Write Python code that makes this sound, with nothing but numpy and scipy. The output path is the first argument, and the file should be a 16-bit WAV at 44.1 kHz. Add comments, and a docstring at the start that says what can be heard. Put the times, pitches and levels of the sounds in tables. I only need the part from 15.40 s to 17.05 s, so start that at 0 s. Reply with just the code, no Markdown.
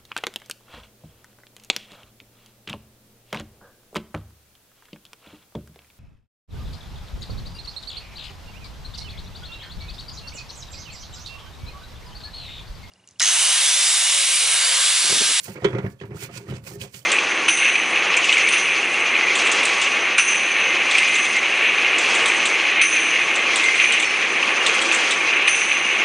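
"""Bristles hiss in strokes: a brush scrubs a mesh basket in a plastic basin of water in a steel sink.
Dense random flicks make the hiss; slips and bumps drive ringing modes of sink, basin, parts and basket.
Water churns as tiny ringing bubbles over gritty noise; single bubbles are dying sines, most rising in pitch.
The sink reverberates by feedback delays; the microphone's right side faces the work."""
import sys
import numpy as np
from scipy import signal
from scipy.fft import rfft, irfft
from scipy.io import wavfile

SR = 44100
rng = np.random.default_rng(int(sys.argv[2]) if len(sys.argv) > 2 else 0)


def store_wav(level_fs):
    """Save 16-bit WAV to argv[1]."""
    pcm = np.round(np.clip(np.atleast_2d(level_fs), -1, 1) * 32767)
    wavfile.write(sys.argv[1], SR, pcm.T.astype(np.int16))


N = 72765  # samples

# All table levels are relative, ahead of the *_DB trims.
# bristle hiss, three stretches: t/s, level/dB, top/dB, body/dB
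BRUSH_STRETCHES = [
    [(0.0, -48, 3.5, 4.5), (0.02, -52.5, -3.5, -7.5), (0.042, -44, 1, -13), (0.062, -42, -7, -2),
     (0.078, -43.5, -6, -20), (0.116, -52.5, -3, 4), (0.136, -52.5, -0.5, -4), (0.174, -65.5, -11, 12),
     (0.2, -68.5, -9, 8), (0.236, -57.5, -17, 5.5)],
    [(0.41, -67.5, -9, 3), (0.464, -69, 6, 12), (0.522, -60, -4.5, -3), (0.54, -74, -9, -3),
     (0.578, -82, -5, 1), (0.618, -63.5, -26, 14), (0.65, -85, -20, 15), (0.654, -70.5, 1, 7),
     (0.714, -79, -5, 3.5), (0.764, -51.5, -10, -13), (0.782, -52, -3.5, -0.5), (0.838, -38.5, -6.5, -2),
     (0.898, -69.5, -6, 9), (0.962, -41.5, -12, 0), (0.98, -42, -13, 0), (1.0, -55, -6, -2)],
    [(1.0, -56.5, -9, 3), (1.058, -66, -12, 1), (1.11, -53.5, -3, 12), (1.122, -61, -9, 6),
     (1.164, -51, -18, 4.5), (1.218, -75, -5, -3), (1.244, -58, 0.5, 1), (1.274, -43.5, -5.5, -2.5),
     (1.356, -52.5, -4.5, -14.5), (1.384, -66.5, -9, 3), (1.416, -38, -6, -3.5), (1.488, -63, -12, -1),
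     (1.522, -62.5, -3, -8), (1.544, -45.5, -5, -1), (1.576, -45, -5, -9), (1.65, -66.5, -3, -11)],
]
# bristle spectrum: f/Hz, density/dB per Hz
BRISTLE_SPECTRUM = [(590, -62), (1000, -2), (1260, -15.5), (1450, -1.5), (1590, -7), (2480, -1), (3810, -9),
                    (4320, -4), (9140, -7), (10700, -13.5), (15700, -8.5)]
FLICKS_PER_S, FLICK_SPREAD_DB, BRUSH_DB = 12000, 1.5, 3.5
SNAG_HZ, SNAG_DB = 69, 2  # bandwidth, rms swing

# parts dragging: t/s, boom/dB, ring/dB
DRAG_CURVE = [(0.0, -55, -59), (0.032, -59, -67), (0.09, -27.5, -28.5), (0.136, -41.5, -56),
              (0.16, -33, -34.5), (0.216, -44, -38.5), (0.252, -25, -16.5), (0.306, -29, -29.5),
              (0.33, -28, -40), (0.352, -24.5, -23.5), (0.426, -31.5, -39), (0.45, -21.5, -33),
              (0.592, -55.5, -71), (0.61, -57, -54), (0.638, -34.5, -52), (0.666, -35.5, -43),
              (0.752, -34, -40), (0.79, -41.5, -45.5), (0.836, -36, -35), (0.932, -36.5, -69),
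              (0.978, -35, -41.5), (1.06, -45.5, -44), (1.098, -25.5, -35), (1.12, -30, -43),
              (1.222, -37, -56.5), (1.272, -39, -43.5), (1.446, -34.5, -43), (1.52, -68, -63),
              (1.566, -37, -53), (1.65, -72, -73)]
SLIPS_PER_S, SLIP_SPREAD_DB, DRAG_DB = 600, 2, -6.5

# bumps: t/s, ring/dB, boom/dB, clatter/dB, basket/dB, crack/dB
BUMP_LIST = [(0.082, -33, -37, -40.5, -58, -49), (0.157, -29.5, -44, -43.5, -59, -60),
             (0.222, -39, -28, -42.5, -54.5, -56), (0.245, -36, -32, -21, -21, -29.5),
             (0.248, -7, -23.5, -32, -39, -54), (0.253, -12, -23, -34, -26, -52),
             (0.33, -30, -22.5, -34, -50, -64), (0.349, -15, -28, -33, -45, -52),
             (0.384, -23.5, -36, -33, -44, -42.5), (0.432, -43, -22, -48, -67, -58.5),
             (0.443, -23, -19, -47, -71, -68), (0.463, -59, -22, -34.5, -68, -61),
             (0.601, -70, -72, -62, -61, -55), (0.612, -30.5, -30, -40.5, -48, -51),
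             (0.635, -31.5, -30, -43, -66, -69), (0.655, -50, -33.5, -62, -68, -61),
             (0.707, -30, -29, -50, -68, -65), (0.744, -30, -35, -59, -65, -59),
             (0.756, -39, -32.5, -52, -59, -61), (0.824, -36, -35, -38, -40, -48),
             (0.895, -36.5, -65, -47, -67, -59), (1.086, -33.5, -36, -43.5, -63, -59),
             (1.1, -58, -24, -50, -57, -48), (1.123, -27, -27.5, -47, -59, -57),
             (1.139, -34.5, -38, -48, -64, -47.5), (1.315, -34, -50, -50, -51, -52.5),
             (1.357, -31.5, -38, -51, -65, -62), (1.414, -46, -35, -50, -47, -38),
             (1.436, -42, -39, -48.5, -43, -55), (1.543, -49, -41.5, -56.5, -42, -42)]
# sink floor modes: f/Hz, level/dB, t60/s
SINK_MODES = [(119.1, 3, .1), (146.8, 1.5, 0.08), (199, -2.5, 0.085), (81, -11, 0.023), (252.3, -10, 0.037)]
# basin modes: f/Hz, level/dB, t60/s
BASIN_MODES = [(397, 2, 0.11), (317.9, -3, .1), (371.4, -8.5, 0.082), (491, -9.5, 0.027),
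               (533, -17.5, 0.21), (691.2, -23.5, 0.18), (889, -15, 0.036)]
# plastic part modes: f/Hz, level/dB, t60/s
PART_MODES = [(917, -6, .04), (1183, -13.5, 0.074), (1318, -9, 0.027), (1430, -17.5, .04),
              (1612, -5, 0.039), (1890, 1, 0.013), (2048, -14.5, 0.03), (2357, -9, 0.043),
              (2800, -16.5, 0.034)]
# mesh basket modes: f/Hz, level/dB, t60/s
BASKET_MODES = [(2950, -6, .06), (3060, -2, .08), (3160, -1, .13), (3270, -1, .15), (3380, -3, .15),
                (3500, -5, .13), (3770, -8, .07), (4340, -8, .08), (4910, -11, .07), (6100, -12, .06)]
# crack spectrum: f/Hz, density/dB per Hz
CRACK_SPECTRUM = [(1760, -21), (3000, 0.5), (3400, -1.5), (3770, -4.5), (5630, -18.5), (6160, -8.5),
                  (15700, -46)]
BOOM_DB, RING_DB, CLATTER_DB, BASKET_DB = -2.5, -5.5, -4, -13.5
SPLASH_DB, SPLASH_S, CRACK_DB, CRACK_S = -2.5, 0.01, 1, 0.0075  # levels, decay constants
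SOFT_HZ, STRIKE_SPREAD_DB = 1200, 2.5
CONTACT_S, CONTACT_HZ = 0.0025, 7500

# single bubbles: t/s, peak/dB, start pitch/Hz, rise/octaves, t60/s (5 ms at least)
BUBBLE_LIST = [(0.055, -39, 2480, 0.37, 0.025), (.08, -30, 698, 0.11, 0.036),
               (.164, -34.5, 2086, 0.66, 0.041), (.172, -46, 490, 0.63, 0.13), (.204, -41, 1810, 0.26, .04),
               (.221, -31, 693, 0.11, 0.049), (.444, -33.5, 577, 0.31, 0.085),
               (0.467, -35, 1686, 0.024, 0.046), (.59, -55, 3140, 0.45, 0.058),
               (0.601, -34.5, 2550, 0.35, 0.015), (.642, -40, 954, 0.06, 0.044),
               (.718, -46, 700, 0.18, 0.037), (0.766, -39.5, 1200, 1, 0.059), (.79, -41, 2490, 0.27, 0.037),
               (0.828, -39, 1455, 0, 0.043), (0.851, -32, 2430, 0., 0.02), (.89, -39, 1200, 0.18, .03),
               (.897, -38, 650, 0.19, 0.064), (0.965, -50, 1410, 0, 0.032), (0.998, -41, 900, 0.027, 0.036),
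               (1.068, -44, 1800, 0.33, 0.032), (1.088, -36, 1300, 0.27, 0.029),
               (1.109, -31.5, 3040, 0, 0.012), (1.266, -36.5, 2530, 0, .05), (1.27, -46, 519, 0, 0.034),
               (1.31, -37.5, 765, 0.036, 0.046), (1.335, -51, 1780, 0.039, 0.057),
               (1.406, -38, 2460, 0.14, 0.071), (1.445, -41, 686, 0.13, 0.077),
               (1.542, -36.5, 2060, 0.28, 0.028), (1.615, -44.5, 3000, 0.35, 0.026)]
RISE_S = 0.026

# water and grit churning: t/s, level/dB
SLOSH_CURVE = [(0.0, -64), (0.026, -71), (0.09, -44), (0.136, -62), (0.16, -41), (0.21, -48.5),
               (0.252, -32), (0.298, -42.5), (0.39, -35.5), (0.426, -46.5), (0.454, -39), (0.574, -102),
               (0.62, -45), (0.694, -62), (0.72, -44), (0.818, -59), (0.83, -47.5), (0.886, -55.5),
               (0.896, -48), (0.932, -56), (0.968, -47.5), (1.034, -59.5), (1.13, -42.5), (1.236, -68),
               (1.272, -43.5), (1.382, -62), (1.446, -47), (1.52, -84), (1.548, -55), (1.65, -71)]
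# wash and splash spectrum: f/Hz, density/dB per Hz
WASH_SPECTRUM = [(290, -40), (500, -3.5), (538, -1), (572, -11.5), (807, -13), (2330, -15.5), (3390, -34),
                 (6000, -33.5), (7800, -69), (13200, -120)]
FIZZ_PER_S, FIZZ_CYCLES, FIZZ_SHARE, SLOSH_DB = 500, 11.6, 0.4, -1.9  # cycles to -60 dB

# room hush spectrum: f/Hz, density/dB per Hz
HUSH_SPECTRUM = [(30, -8), (160, 0), (340, -8), (540, -6), (700, -22), (4000, -29), (8000, -32),
                 (15700, -36)]
HUSH_DB = -60

# left side shading: f/Hz, level against right/dB
LEFT_SHADING = [(60, 1.5), (200, -2.5), (400, -1.5), (700, -5.5), (1290, -14), (2380, -10), (4400, -13.5),
                (8120, -14), (15000, -0.5)]
# power share reaching the left directly: f/Hz, share/0-1
DIRECT_SHARE = [(60, 1.), (450, .99), (700, .9), (1400, .35), (3100, .4), (6800, .25), (15000, .2)]
LEFT_LAG_S, SCATTER_S = 0.00019, 0.005
SINK_T60_S, SINK_DB, WALL_CUT_HZ = 0.38, -17.5, 3900  # t60 before wall dulling
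BASS_CUT_HZ, CUTOFF_HZ = 66, 16150


def from_db(db):
    """Decibels to gain."""
    return 10 ** (np.asarray(db) / 20)


def rms_one(x):
    """Scale to unit power."""
    return x / np.sqrt(np.mean(x ** 2) + 1e-20)


def in_time(rows):
    """Columns of a curve, one value per sample."""
    s, *columns = np.transpose(rows)
    return [np.interp(np.arange(N) / SR, s, c) for c in columns]


def at_hz(points):
    """A spectrum table read at every transform bin, on a log frequency axis."""
    hz, value = np.transpose(points)
    bin_hz = np.arange(N + 1) * SR / (2 * N)
    return np.interp(np.log(bin_hz + 1), np.log(hz), value)


def colour(x, gain):
    """Filter by a gain per bin."""
    return irfft(rfft(x, 2 * N) * gain)[..., :N]


def lowpass(x, hz):
    """Second-order low-pass."""
    return signal.lfilter(*signal.butter(2, hz, fs=SR), x)


def grains(per_s, spread_db):
    """Random clicks of uneven size and sign; unit power."""
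    sizes = from_db(spread_db * np.minimum(rng.exponential(1, N), 5))
    sizes = sizes * rng.choice([-1, 1], N)
    return rms_one(sizes * (rng.random(N) < per_s / SR))


def ring(drive, modes, spread_db=0.):
    """A drive excites every resonant mode of a body, each blow at its own random strength per mode."""
    out = np.zeros(N)
    hit = np.flatnonzero(drive)
    for k, (hz, db, t60_s) in enumerate(modes):
        radius = from_db(-60 / (max(t60_s, 0.005) * SR))
        w = 2 * np.pi * hz / SR
        push = drive + 1e-18  # avoids denormals
        push[hit] *= from_db(spread_db * rng.standard_normal(len(hit)))
        poles = [1, -2 * radius * np.cos(w), radius ** 2]
        out += (-1) ** k * from_db(db) * signal.lfilter([0, np.sin(w)], poles, push)
    return out


def impulses(db):
    """One click per bump."""
    clicks = np.zeros(N)
    clicks[(np.array(BUMP_LIST)[:, 0] * SR).astype(int)] = from_db(db)
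    return clicks


def dying_noise(db, fade_s):
    """Noise that starts at each bump and decays exponentially."""
    fade = signal.lfilter([1], [1, -np.exp(-1 / (fade_s * SR))], impulses(db) + 1e-18)
    return fade * rng.standard_normal(N)


def burst(db, fade_s, spectrum):
    """A dying puff of noise at each bump, then coloured."""
    gain = from_db(at_hz(spectrum))
    return colour(dying_noise(db, fade_s), gain / np.sqrt(np.mean(gain ** 2)))


def chatter(db, modes):
    """A hard contact rattles for a moment, so every mode starts roughly."""
    return ring(dying_noise(db, CONTACT_S) / np.sqrt(CONTACT_S * SR / 2), modes)


def brush():
    """Dense bristle flicks over the mesh; body and top of the hiss change with pressure."""
    level_db, top_db, body_db = in_time(np.concatenate(BRUSH_STRETCHES))
    flicks = grains(FLICKS_PER_S, FLICK_SPREAD_DB)
    hiss = rms_one(colour(flicks, from_db(at_hz(BRISTLE_SPECTRUM))))
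    top = signal.sosfiltfilt(signal.butter(3, 9500, "high", fs=SR, output="sos"), hiss)
    body = signal.sosfiltfilt(signal.butter(2, 4000, "low", fs=SR, output="sos"), hiss)
    middle = hiss - top - body
    shaped = middle + top * from_db(top_db + 4.5) + body * from_db(body_db - 0.5)
    return from_db(level_db + BRUSH_DB) * shaped


def snags():
    """Bristle tufts catch and let go: a quick random gain."""
    return from_db(SNAG_DB * rms_one(lowpass(rng.standard_normal(N), SNAG_HZ)))


def drag():
    """Uneven slips excite the modes of sink and basin."""
    out = np.zeros(N)
    for db, modes in zip(in_time(DRAG_CURVE), (SINK_MODES, BASIN_MODES)):
        slips = grains(SLIPS_PER_S, SLIP_SPREAD_DB)
        steady = ring(slips, modes)  # level reference
        out += ring(slips * from_db(db + DRAG_DB), modes, 1.94) / np.std(steady)
    return out


def bumps():
    """Each bump strikes sink, basin, parts and basket, with a crack and a short splash."""
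    _, ring_db, boom_db, clatter_db, basket_db, crack_db = np.transpose(BUMP_LIST)
    boom = ring(impulses(boom_db + BOOM_DB), SINK_MODES, STRIKE_SPREAD_DB)
    basin = ring(impulses(ring_db + RING_DB), BASIN_MODES, 0.76)
    clatter = chatter(clatter_db + CLATTER_DB, PART_MODES)
    basket = chatter(basket_db + BASKET_DB, BASKET_MODES)
    splash = burst(clatter_db + SPLASH_DB, SPLASH_S, WASH_SPECTRUM)
    crack = burst(crack_db + CRACK_DB, CRACK_S, CRACK_SPECTRUM)
    return lowpass(boom + basin, SOFT_HZ) + lowpass(clatter + basket, CONTACT_HZ) + splash + crack


def bubbles():
    """Each bubble is a dying sine; its pitch climbs, by its rise, as it nears the surface."""
    out = np.zeros(N + SR)
    t = np.arange(SR // 5) / SR
    for s, db, hz, octaves, t60_s in BUBBLE_LIST:
        pitch_hz = hz * 2 ** (octaves * np.minimum(t / RISE_S, 1))
        phase = 2 * np.pi * np.cumsum(pitch_hz) / SR
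        decay = from_db(db - 1 - 60 * t / max(t60_s, 0.005))
        onset = 1 - np.exp(-t / 0.0011)
        start = int(s * SR)
        out[start:start + len(t)] += decay * onset * np.sin(phase)
    return out[:N]


def slosh():
    """Churned water: random small bubbles, each ringing at one of 16 pitches, over a gritty wash."""
    pitches_hz = np.geomspace(550, 2600, 16)
    born = grains(FIZZ_PER_S, 3.)
    dealt = rng.integers(0, len(pitches_hz), N)
    fizz = np.zeros(N)
    for k, hz in enumerate(pitches_hz):
        fizz += ring(born * (dealt == k), [(hz, 0, FIZZ_CYCLES / hz)])
    wash = FIZZ_SHARE * rms_one(fizz) + grains(3000., 2.9)
    level = from_db(in_time(SLOSH_CURVE)[0] + SLOSH_DB)
    return level * rms_one(colour(wash, from_db(at_hz(WASH_SPECTRUM))))


def hush():
    """Room hush: two independent steady coloured noises."""
    noise = rng.standard_normal((2, N))
    return from_db(HUSH_DB) * rms_one(colour(noise, from_db(at_hz(HUSH_SPECTRUM))))


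def sink(x):
    """Eight short feedback delays for each side, duller on every round."""
    w = np.arange(N + 1) * np.pi / N
    dull = 1 / (1 + 1j * w * SR / (2 * np.pi * WALL_CUT_HZ))
    sides = []
    for lags_s in rng.uniform(0.004, 0.016, (2, 8)):
        response = 0
        for k, lag_s in enumerate(lags_s):
            loop = from_db(-60 * lag_s / SINK_T60_S) * dull * np.exp(-1j * w * lag_s * SR)
            response = response + (-1) ** k * loop / (1 - loop)
        sides.append(response)
    return colour(x, np.array(sides))


def scattered(x):
    """The same sound by many reflected paths: a brief noisy smear."""
    t = np.arange(SR // 10) / SR
    smear = rng.standard_normal(len(t)) * np.exp(-t / SCATTER_S)
    return colour(x, rfft(smear / np.sqrt(np.sum(smear ** 2)), 2 * N))


def scene():
    """The right hears the work directly; the left late, shaded, partly from other spots by reflection."""
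    solid, catch, room = drag() + bumps() + bubbles(), snags(), hush()
    work = solid + catch * brush() + slosh() + room[0]
    elsewhere = scattered(solid + catch * brush() + slosh() + room[1])
    share = np.clip(at_hz(DIRECT_SHARE), 0, 1)
    direct, indirect = np.sqrt(share), np.sqrt(1 - share)
    shade = from_db(at_hz(LEFT_SHADING))
    late = np.exp(-1j * np.arange(N + 1) * np.pi / N * LEFT_LAG_S * SR)
    left = colour(work, direct * late) + colour(elsewhere, indirect)
    heard = np.array([left, work]) + from_db(SINK_DB) * colour(sink(work), indirect)
    # expected magnitude of the two-side average, divided out to keep its tone
    middle = np.sqrt(np.abs(1 + shade * direct * late) ** 2 + shade ** 2 * (1 - share)) / 2
    return colour(heard, np.array([shade, np.ones(N + 1)]) / middle)


def record(dry):
    """The microphone drops the deep bass; the top is cut."""
    dry = signal.lfilter(*signal.butter(3, BASS_CUT_HZ, "high", fs=SR), dry)
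    return signal.sosfilt(signal.cheby2(16, 70, CUTOFF_HZ, fs=SR, output="sos"), dry)


dry = scene()
out = record(dry)
store_wav(out)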